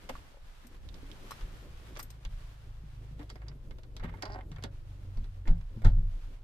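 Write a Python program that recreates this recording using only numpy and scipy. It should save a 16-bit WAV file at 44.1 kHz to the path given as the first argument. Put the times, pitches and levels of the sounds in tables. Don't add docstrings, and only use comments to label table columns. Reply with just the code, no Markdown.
import sys
import numpy as np
from scipy import signal
from scipy.fft import rfft, irfft, next_fast_len
from scipy.io import wavfile
from scipy.ndimage import map_coordinates

SR = 44100
rng = np.random.default_rng(int(sys.argv[2]) if len(sys.argv) > 2 else 0)


def persist_wave(psi):
    counts = np.round(np.clip(psi, -1, 1) * 32767).astype(np.int16)
    wavfile.write(sys.argv[1], SR, np.atleast_2d(counts).T)


N = 283871
TIME = np.arange(N) / SR
TOP_HZ = 14600

# start in seconds, level in dB, click note in Hz,
# clack in dB, knock in dB.
CONTACTS = [(0.0908, -38.5, 2720, -4.5, -18), (0.0942, -33, 2750, -9, 3.5), (0.9423, -45, 3930, -17, -6),
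            (1.4096, -45, 3020, -8.5, -15), (1.9548, -44, 3950, -12, -18), (1.9633, -44, 3340, -2, -9),
            (1.9709, -39, 5750, -11.5, -2), (1.9936, -37, 5270, -3, -10), (2.2502, -37, 3340, -12.5, -16),
            (3.1936, -51.5, 3733, -15, 3), (3.229, -51, 3370, -12, 4), (3.2946, -47.5, 2960, -20, -23),
            (3.3003, -36.5, 4600, -13, -10.5), (3.3565, -50.5, 4770, -2, 2), (3.4183, -57.5, 2640, 3.5, 4),
            (3.4825, -44.5, 5250, -10.5, -20), (3.709, -48.5, 3730, -4, -1), (3.785, -53, 4000, -9, 3),
            (3.8336, -49.5, 3800, -7.5, -18), (3.966, -37, 3680, -16, -14), (3.9974, -49, 3810, -0.5, -20),
            (4.0426, -48.5, 3280, 3.5, -4), (4.1718, -58, 3537, -3, -15), (4.2229, -32, 5130, -6, -32),
            (4.2544, -38.5, 4060, -6.5, -29), (4.5165, -45.5, 4160, -8, -6),
            (4.5614, -48.5, 3070, -5.5, -10), (4.6252, -43, 4230, -10.5, -5),
            (4.6379, -30.5, 3270, -12.5, -9), (5.1724, -49, 4080, -9.5, -2), (5.243, -53.5, 4100, -7, -5),
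            (5.478, -40.5, 3360, -4.5, -3), (5.612, -54.5, 2760, -6, -6), (5.819, -54, 3630, 1, 11)]
CONTACT_PAN_DB = -2.5
CLACK_COLOUR = [(500, -15), (850, 3.5), (1500, 4.0), (2300, 1.5), (3500, -37.0)]
KNOCK_COLOUR = [(150, -11), (300, 3.5), (600, 11.0), (1100, -23.0)]
TICK_DB, TICK_SCATTER_DB, TICK_HZ, TICK_CLACK_DB, TICK_KNOCK_DB = -3, 7.5, 3200, 5.5, 9

# centre in Hz, width in Hz, level in dB.
TRIM_RESONANCES = [(299, 56, 2.5), (401, 39, 1), (541, 14, 6), (607, 72, 2), (780, 107, -1.5),
                   (1070, 87, -1.5), (1510, 150, -8), (1870, 130, -8.5), (2120, 430, -18)]
CREAK_S, CREAK_LENGTH_S, CREAK_ATTACK_S, CREAK_RELEASE_S, CREAK_DB = 4.225, 0.19, 0.007, 0.015, -46
CREAK_SAG_DB_PER_S = 15
CREAK_COLOUR = [(300, -24), (700, 8), (1500, -14), (2300, -14), (5000, -32), (12000, -80)]

# start in seconds, length in seconds, scrape level in dB.
STROKES = [(3.191, 0.031, -62), (3.369, .16, -69), (4, 0.11, -56.5), (4.035, 0.021, -60),
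           (4.122, 0.026, -58.5), (4.172, .09, -65.5), (4.504, 0.14, -66)]
STROKE_ATTACK_S, STROKE_RELEASE_S = 0.0019, 0.013
SCRAPE_COLOUR = [(200, -4), (400, 9), (850, 5), (1900, 2.0), (3500, -9.0), (6000, -24),
                 (14000, -81)]

# start in seconds, level in dB.
SPRING_PINGS = [(3.4831, -46.5), (4.2243, -38.5), (4.235, -49), (4.2538, -44), (4.2779, -57), (4.302, -55),
                (4.32, -47.5), (4.332, -52), (4.341, -50)]
PING_COLOUR = [(3000, -6), (4200, -24), (5400, 6), (6800, 0), (12000, -32)]

# start in seconds, level in dB, 60 dB decay of the rattle in seconds,
# rise constant in seconds.
CLUNKS = [(4.044, -49, 0.09, .001), (4.641, -40, 0.14, 0.00054), (5.46, -42.5, 0.1, 0.0098),
          (5.474, -39.5, 0.21, 0.0074), (5.839, -40.5, 0.13, 0.0039), (5.8469, -27.5, 0.12, 0.00077),
          (5.862, -41, 0.22, 0.0026), (5.877, -48, 0.24, 0.0028), (5.968, -53.5, 0.11, .005)]
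# frequency in Hz, level in dB.
RATTLE_COLOUR = [(120, -4), (220, 6), (450, -3.5), (850, -4), (1100, -17), (1450, -8.5), (2000, -17),
                 (2500, -24.5), (4000, -25), (7000, -37), (14000, -65)]
CRACK_COLOUR = [(1000, 2), (1900, -3), (4000, -5.5), (7000, -9.0), (14000, -23)]
# frequency in Hz, level in dB, 60 dB decay in seconds.
DOOR_MODES = [(332, -5, 0.26), (557, -1, 0.25), (773, 4, 0.063), (900, -1, 0.066), (1305, -10, 0.081),
              (1450, 0, 0.076), (1810, -1, 0.099)]

# time of the strongest push in seconds, push in dB,
# half period in seconds, ringing in dB.
THUMPS = [(0.143, -35, 0.018, -53), (1.438, -28.5, 0.012, -45.5), (2.271, -26.5, 0.012, -43),
          (4.025, -32.5, 0.014, -43.5), (4.47, -32.5, 0.0099, -53), (5.19, -27, 0.019, -40),
          (5.508, -12.5, 0.01977, -33.5), (5.868, -11, .017, -22.5), (5.988, -23, 0.017, -32.5)]
# frequency in Hz, level in dB, 60 dB decay in seconds.
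CABIN_MODES = [(26.35, 2, 1.2), (36.5, 2, 1.0), (53.2, -2, 0.77), (85.5, -2.5, 0.59), (96.96, -3, 0.56),
               (121.2, -14, 0.78), (167.9, -14.5, 0.6), (220, -19, 0.44)]
BOOM_COLOUR = [(40, 7), (95, 14.5), (170, 16), (300, -56.0)]

# start in seconds,
# level in dB, main note in Hz, left minus right in dB.
NOTE_KNOCKS = [(.0955, -30, 526, 5), (.0975, -35, 880, 8), (.102, -40, 262, -3.5),
               (0.1538, -36.5, 1166, -3), (0.344, -50, 573, 2), (0.371, -49.5, 560, 3),
               (0.648, -46.5, 242, 0), (0.8892, -45.5, 3780, -24), (1.031, -42.5, 277, 3),
               (1.101, -47, 303, 5), (1.1156, -43.5, 3400, -24), (1.309, -34.5, 1152, -1),
               (1.318, -31.5, 1230, -4.5), (2.8374, -44, 148, 2.5), (3.112, -42.5, 153.3, 1.5),
               (3.198, -38, 297, 4), (3.499, -41.5, 145.5, 2.5), (4.044, -34.5, 164.3, 3),
               (4.046, -34, 241, 2), (4.092, -45, 2010, -9), (4.14, -41, 906, -1),
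               (4.41, -40.5, 2070, -2.5), (4.516, -36, 149.4, 1.5), (4.567, -45, 1850, 3),
               (4.645, -46, 398, 4), (5.18, -45, 225, 3), (5.456, -45.5, 1810, -2), (5.474, -36, 2050, -4),
               (5.481, -35, 222, 0), (5.505, -29, 164, 1.5), (5.765, -34, 111.4, 0), (5.774, -38, 220, 3.5),
               (5.853, -23, 94.9, 2.5), (5.857, -33.5, 173.4, 2)]
NOTE_T60_S, NOTE_REF_HZ, NOTE_DAMPING = .15, 297, 1.28

# start in seconds, level in dB, brightness in dB per octave,
# left minus right in dB.
JINGLES = [(0.668, -50, 4, 11), (1.308, -40, -4.5, 12), (1.318, -41.5, -24, -2), (1.99, -36, 19, 6),
           (1.9982, -36, -7, 3), (2.0275, -36.5, 9, 7), (2.103, -43.5, -8, 3)]
# mean frequency in Hz, level in dB before brightness, 60 dB decay in seconds.
METAL_MODES = [(4040, -19, 0.089), (5220, -10, 0.087), (5700, -12, 0.05), (8480, -2, 0.069),
               (8230, -11, 0.075), (11980, 1.5, 0.058), (12900, -4, 0.092), (13000, -16, .04),
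               (13700, -11, 0.035)]

# time of the height in seconds, rustle in dB, dull stir of the seat in dB,
# build-up in seconds, settling in seconds.
MOVES = [(.1, -60, -61.5, 0.43, 0.19), (.58, -63.5, -72, 0.14, 0.14), (1.0, -65.5, -60, .18, 0.2),
         (1.27, -59.5, -59.5, 0.26, 0.3), (1.85, -62, -60.5, 0.4, 0.21), (2.41, -63.5, -66, 0.2, 0.18),
         (3.1, -67.5, -69.5, 0.41, 0.18), (4.76, -70, -68, 0.038, 0.36), (5.15, -69, -65, 0.13, 0.15),
         (5.8, -72, -63.5, 0.36, 0.16), (6.25, -66.5, -66, 0.16, 0.12)]
STILL_DB = -73.5
# frequency in Hz, level in dB.
CLOTH_COLOUR = [(290, -33.5), (500, -3), (731, -1.5), (878, -1.5), (1500, -2), (2070, -5), (3260, -6.5),
                (6870, -15.5), (13700, -22.5), (14500, -19)]

GRIP_S, GRIP_LENGTH_S, GRIP_EDGE_S, GRIP_DB = 3.12, 1.61, 0.041, -63
STIR_COLOUR = [(90, -12), (150, -1), (300, -2.5), (550, -8.5), (1000, -42)]
RUMBLE_DB, RUMBLE_GROWTH = -48.5, 0.31
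RUMBLE_COLOUR = [(10, -3.5), (26, 17.0), (45, 4), (65, 0.5), (90, -2.5), (140, -13), (175, -15.5),
                 (230, -65)]

# time in seconds, firing rate in Hz, level in dB.
ENGINE = [(.5, 55, -69), (1.2, 55.5, -59), (2.9, 52, -49), (3.45, 51.6, -49), (3.8, 50.2, -55),
          (4.35, 47.5, -49), (4.8, 48.9, -48), (5.45, 46.6, -52), (5.7, 46.57, -57)]
ENGINE_WOBBLE = 0.0237
SECOND_DB = -6.5
# order as a multiple of the firing rate,
# level in dB re the first order.
WEAKER_ORDERS = [(1.5, -14.5), (2.5, -9), (3, -19.5)]
BOOM_HZ, BOOM_WIDTH_HZ, BOOM_DB = 94.26, 5.2, 10.5
# frequency in Hz, level in dB.
AIR_COLOUR = [(120, -48), (200, -24), (244, -10.5), (271, -10), (402, -9), (597, -4), (986, -7.5),
              (1410, -19), (2130, -46.5), (13700, -32.5), (14500, -57)]


def amp(db):
    return 10 ** (np.asarray(db) / 20)


def unit(x):
    return x / np.sqrt(np.mean(x ** 2) + 1e-20)


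def crest(x):
    return x / np.abs(x).max()


def wobble(rate):
    return map_coordinates(rng.standard_normal(int(N * rate / SR) + 4), [TIME * rate])


def filtered(x, response):
    n = x.shape[-1]
    m = next_fast_len(n + 8192)
    return irfft(rfft(x, m) * response(np.fft.rfftfreq(m, 1 / SR)), m)[..., :n]


def colour(x, points):
    f, db = np.transpose(points)
    return unit(filtered(x, lambda hz: amp(np.interp(np.log(hz + 1), np.log(f), db))))


def fade(t, t60):
    return np.exp(-np.log(1000) * t / t60)


def rise(t, seconds):
    return 1 - np.exp(-t / seconds)


def held(start, length, attack, release):
    t = np.maximum(TIME - start, 0)
    return rise(t, attack) * np.exp(-np.maximum(t - length, 0) / release)


def ring(modes, t, scatter_db):
    return sum(amp(db + scatter_db * rng.standard_normal()) * fade(t, t60) * np.sin(2 * np.pi * hz * t)
               for hz, db, t60 in modes)


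def pair(size, apart):
    mid, side = rng.standard_normal((2, size))
    return np.array([mid + apart * side, mid - apart * side])


def pan(db):
    return amp([[db / 2], [-db / 2]])


def add(track, s, sound, pan_db):
    part = track[:, round(s * SR):][:, :sound.shape[-1]]
    part += (pan(pan_db) * sound)[:, :part.shape[1]]


def contacts():
    out, t = np.zeros((2, N)), TIME[:SR // 8]
    for s, db, hz, clack_db, knock_db in CONTACTS + stray_ticks(count=3):
        hard_db = .5 * (db + 28.0)
        snap_colour = [(1500, -38), (2800, -1.5), (4300, -5), (6500, hard_db / 2 - 5.5),
                       (10000, hard_db - 15), (14000, hard_db - 21)]
        note_colour = [(hz / 1.95, -30), (hz, 0), (hz * 2.02, -22), (hz * 3, -40)]
        snap = colour(pair(len(t), 0.99), snap_colour) * fade(t, 0.015)
        note = colour(pair(len(t), 0.62), note_colour) * (fade(t, 0.017) + amp(-10.5) * fade(t, 0.1))
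        clack = colour(pair(len(t), 0.56), CLACK_COLOUR) * fade(t, 0.064)
        knock = colour(pair(len(t), 0.26), KNOCK_COLOUR) * fade(t, 0.072)
        blow = amp(-6) * snap + amp(-12.5) * note + amp(clack_db) * clack + amp(knock_db - 5.5) * knock
        add(out, s, amp(db) * blow * rise(t, 0.00011), CONTACT_PAN_DB)
    return out


def stray_ticks(count):
    return [(s + length * rng.random(), db + TICK_DB + TICK_SCATTER_DB * rng.standard_normal(),
             TICK_HZ, TICK_CLACK_DB, TICK_KNOCK_DB)
            for s, length, db in STROKES for _ in range(count)]


def trim_response(hz):
    return sum((-1) ** k * amp(db) * 1j * hz * width / (centre ** 2 - hz * hz + 1j * hz * width)
               for k, (centre, width, db) in enumerate(TRIM_RESONANCES))


def creak():
    rate = 210 * np.exp(.09 * wobble(90))
    pulses = np.diff(np.floor(np.cumsum(rate) / SR), prepend=0)
    slips = pulses * amp(4.9 * rng.standard_normal(N))
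    scrape = unit(slips) + amp(-17) * rng.standard_normal((2, N))
    shaken_trim = unit(filtered(scrape, trim_response))
    ticks = colour(slips, CREAK_COLOUR)
    level = amp(CREAK_DB - CREAK_SAG_DB_PER_S * np.maximum(TIME - CREAK_S, 0))
    sliding = held(CREAK_S, CREAK_LENGTH_S, CREAK_ATTACK_S, CREAK_RELEASE_S)
    return (shaken_trim + amp(-6.5) * ticks) * level * sliding * pan(-2)


def fingers():
    pressure = sum(amp(db) * held(s, length, STROKE_ATTACK_S, STROKE_RELEASE_S) for s, length, db in STROKES)
    catches = pair(N, 0.93) * amp(4.6 * wobble(350) + 1.9 * wobble(70))
    return colour(catches, SCRAPE_COLOUR) * pressure * pan(-3)


def spring():
    out, t = np.zeros((2, N)), TIME[:SR // 20]
    for s, db in SPRING_PINGS:
        hz = 4000 + 2000 * rise(t, .0028)
        chirp = np.sin(2 * np.pi * np.cumsum(hz) / SR) * t * np.exp(-t / .0012)
        tail = colour(rng.standard_normal(len(t)), PING_COLOUR) * fade(t, 0.033)
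        add(out, s, amp(db) * (crest(chirp) + amp(-15) * tail), -6.5)
    return out


def clunks():
    out, t = np.zeros((2, N)), TIME[:SR // 3]
    for s, db, t60, rise_s in CLUNKS:
        crack = colour(pair(len(t), 1.0), CRACK_COLOUR) * fade(t, t60 / 2)
        rattle = colour(pair(len(t), 0.67), RATTLE_COLOUR) * fade(t, t60)
        shell = crest(ring(DOOR_MODES, t, scatter_db=6.5))
        blow = amp(-13) * crack + amp(-1.0) * rattle + amp(0.5) * shell
        add(out, s, amp(db) * blow * rise(t, rise_s), -1.5)
    return out


def thumps():
    out, t = np.zeros((2, N)), TIME[:SR]
    for s, db, half, ring_db in THUMPS:
        u = np.sqrt(3) * (TIME - s) / half
        out -= amp(db) * (1 - u * u) * np.exp(-u * u / 2)
        panels = colour(pair(SR, 0.17), BOOM_COLOUR) * fade(t, 0.36)
        boom = ring(CABIN_MODES, t, scatter_db=2.5) + amp(-7.5) * panels
        add(out, s - half, amp(ring_db) * boom * rise(t, 0.0036), 0)
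    return out


def note_knocks():
    out, t = np.zeros((2, N)), TIME[:SR // 2]
    for s, db, hz, pan_db in NOTE_KNOCKS:
        t60 = NOTE_T60_S * (NOTE_REF_HZ / hz) ** NOTE_DAMPING
        modes = [(hz, 0, t60), (hz * 1.12, -7, t60 / 2), (hz * 1.45, -11, t60 / 2)]
        add(out, s, amp(db) * crest(ring(modes, t, scatter_db=1.0)), pan_db)
    return out


def jingles():
    out, t = np.zeros((2, N)), TIME[:SR // 4]
    for s, db, bright_db, pan_db in JINGLES:
        tick_colour = [(1500, -11.5 - bright_db), (6000, 0), (14000, bright_db - 7.5)]
        tick = colour(pair(len(t), 1.0), tick_colour) * fade(t, 0.042)
        struck = [(hz * (1 + 0.0083 * rng.standard_normal()), level + bright_db * np.log2(hz / 8000), t60)
                  for hz, level, t60 in METAL_MODES]
        modes = np.array([crest(ring(struck, t, scatter_db=1.5)) for _ in range(2)])
        add(out, s, amp(db) * (amp(-3.0) * modes + amp(-5) * tick) * rise(t, 0.00087), pan_db)
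    return out


def movement():
    power = sum(amp([[rustle_db], [seat_db]]) ** 2
                * np.exp(-((TIME - s) / np.where(TIME < s, build, settle)) ** 2)
                for s, rustle_db, seat_db, build, settle in MOVES)
    return 10 * np.log10(power + amp(STILL_DB) ** 2)


def rustle():
    level_db, _ = movement()
    fibres = pair(N, 1.0) * amp(1.4 * wobble(1500))
    return colour(fibres, CLOTH_COLOUR) * amp(level_db + 1.5 + 1.37 * wobble(25))


def seat_stir():
    _, seat_db = movement()
    grip = amp(GRIP_DB) * held(GRIP_S, GRIP_LENGTH_S, GRIP_EDGE_S, GRIP_EDGE_S)
    level = np.hypot(amp(seat_db), grip)
    return colour(pair(N, 0.24), STIR_COLOUR) * level * amp(3.75 * wobble(21.93))


def rumble():
    _, seat_db = movement()
    level_db = RUMBLE_DB + RUMBLE_GROWTH * (seat_db - seat_db.mean())
    return colour(pair(N, 0.21), RUMBLE_COLOUR) * amp(level_db + 2.8 * wobble(8.1))


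def engine():
    s, rates, levels = np.transpose(ENGINE)
    hz, level_db = np.interp(TIME, s, rates), np.interp(TIME, s, levels)
    phase = 2 * np.pi * np.cumsum(hz * (1 + ENGINE_WOBBLE * wobble(14))) / SR
    hum = 0
    for k, db in [(1, 0), (2, SECOND_DB)] + WEAKER_ORDERS:
        lift_db = BOOM_DB / (1 + (2 * (k * hz - BOOM_HZ) / BOOM_WIDTH_HZ) ** 2)
        hum = hum + amp(level_db + db + lift_db + 3.2 * wobble(12)) * np.sin(k * phase)
    return amp(3.0) * hum


def hiss():
    return amp(-73) * colour(pair(N, 1.0), AIR_COLOUR)


def cabin(x, lead_s, wet_db, t60):
    direct = filtered(x, lambda hz: np.exp(1j * np.pi * hz * lead_s * np.array([[1], [-1]])))
    t = TIME[:SR // 6]
    echoes = pair(len(t), 0.41) * fade(t, t60) * rise(t, 0.0021)
    tail = colour(echoes, [(200, -31.5), (700, 5), (4000, 9.5), (14000, -6.0)])
    tail = tail / np.linalg.norm(tail[0])
    return direct + amp(wet_db) * signal.fftconvolve(x, tail, axes=1)[:, :N]


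def scene():
    handle = contacts() + creak() + fingers() + spring()
    door = cabin(handle + clunks(), lead_s=0.00025, wet_db=-10.5, t60=0.055)
    knocks = cabin(note_knocks(), lead_s=0.000088, wet_db=-8.5, t60=0.031)
    stirring = jingles() + rustle() + seat_stir()
    return door * pan(-.8) + thumps() + knocks + stirring + rumble() + engine() + hiss()


def record(dry):
    return filtered(dry, lambda hz: hz < TOP_HZ)


dry = scene()
out = record(dry)
persist_wave(out)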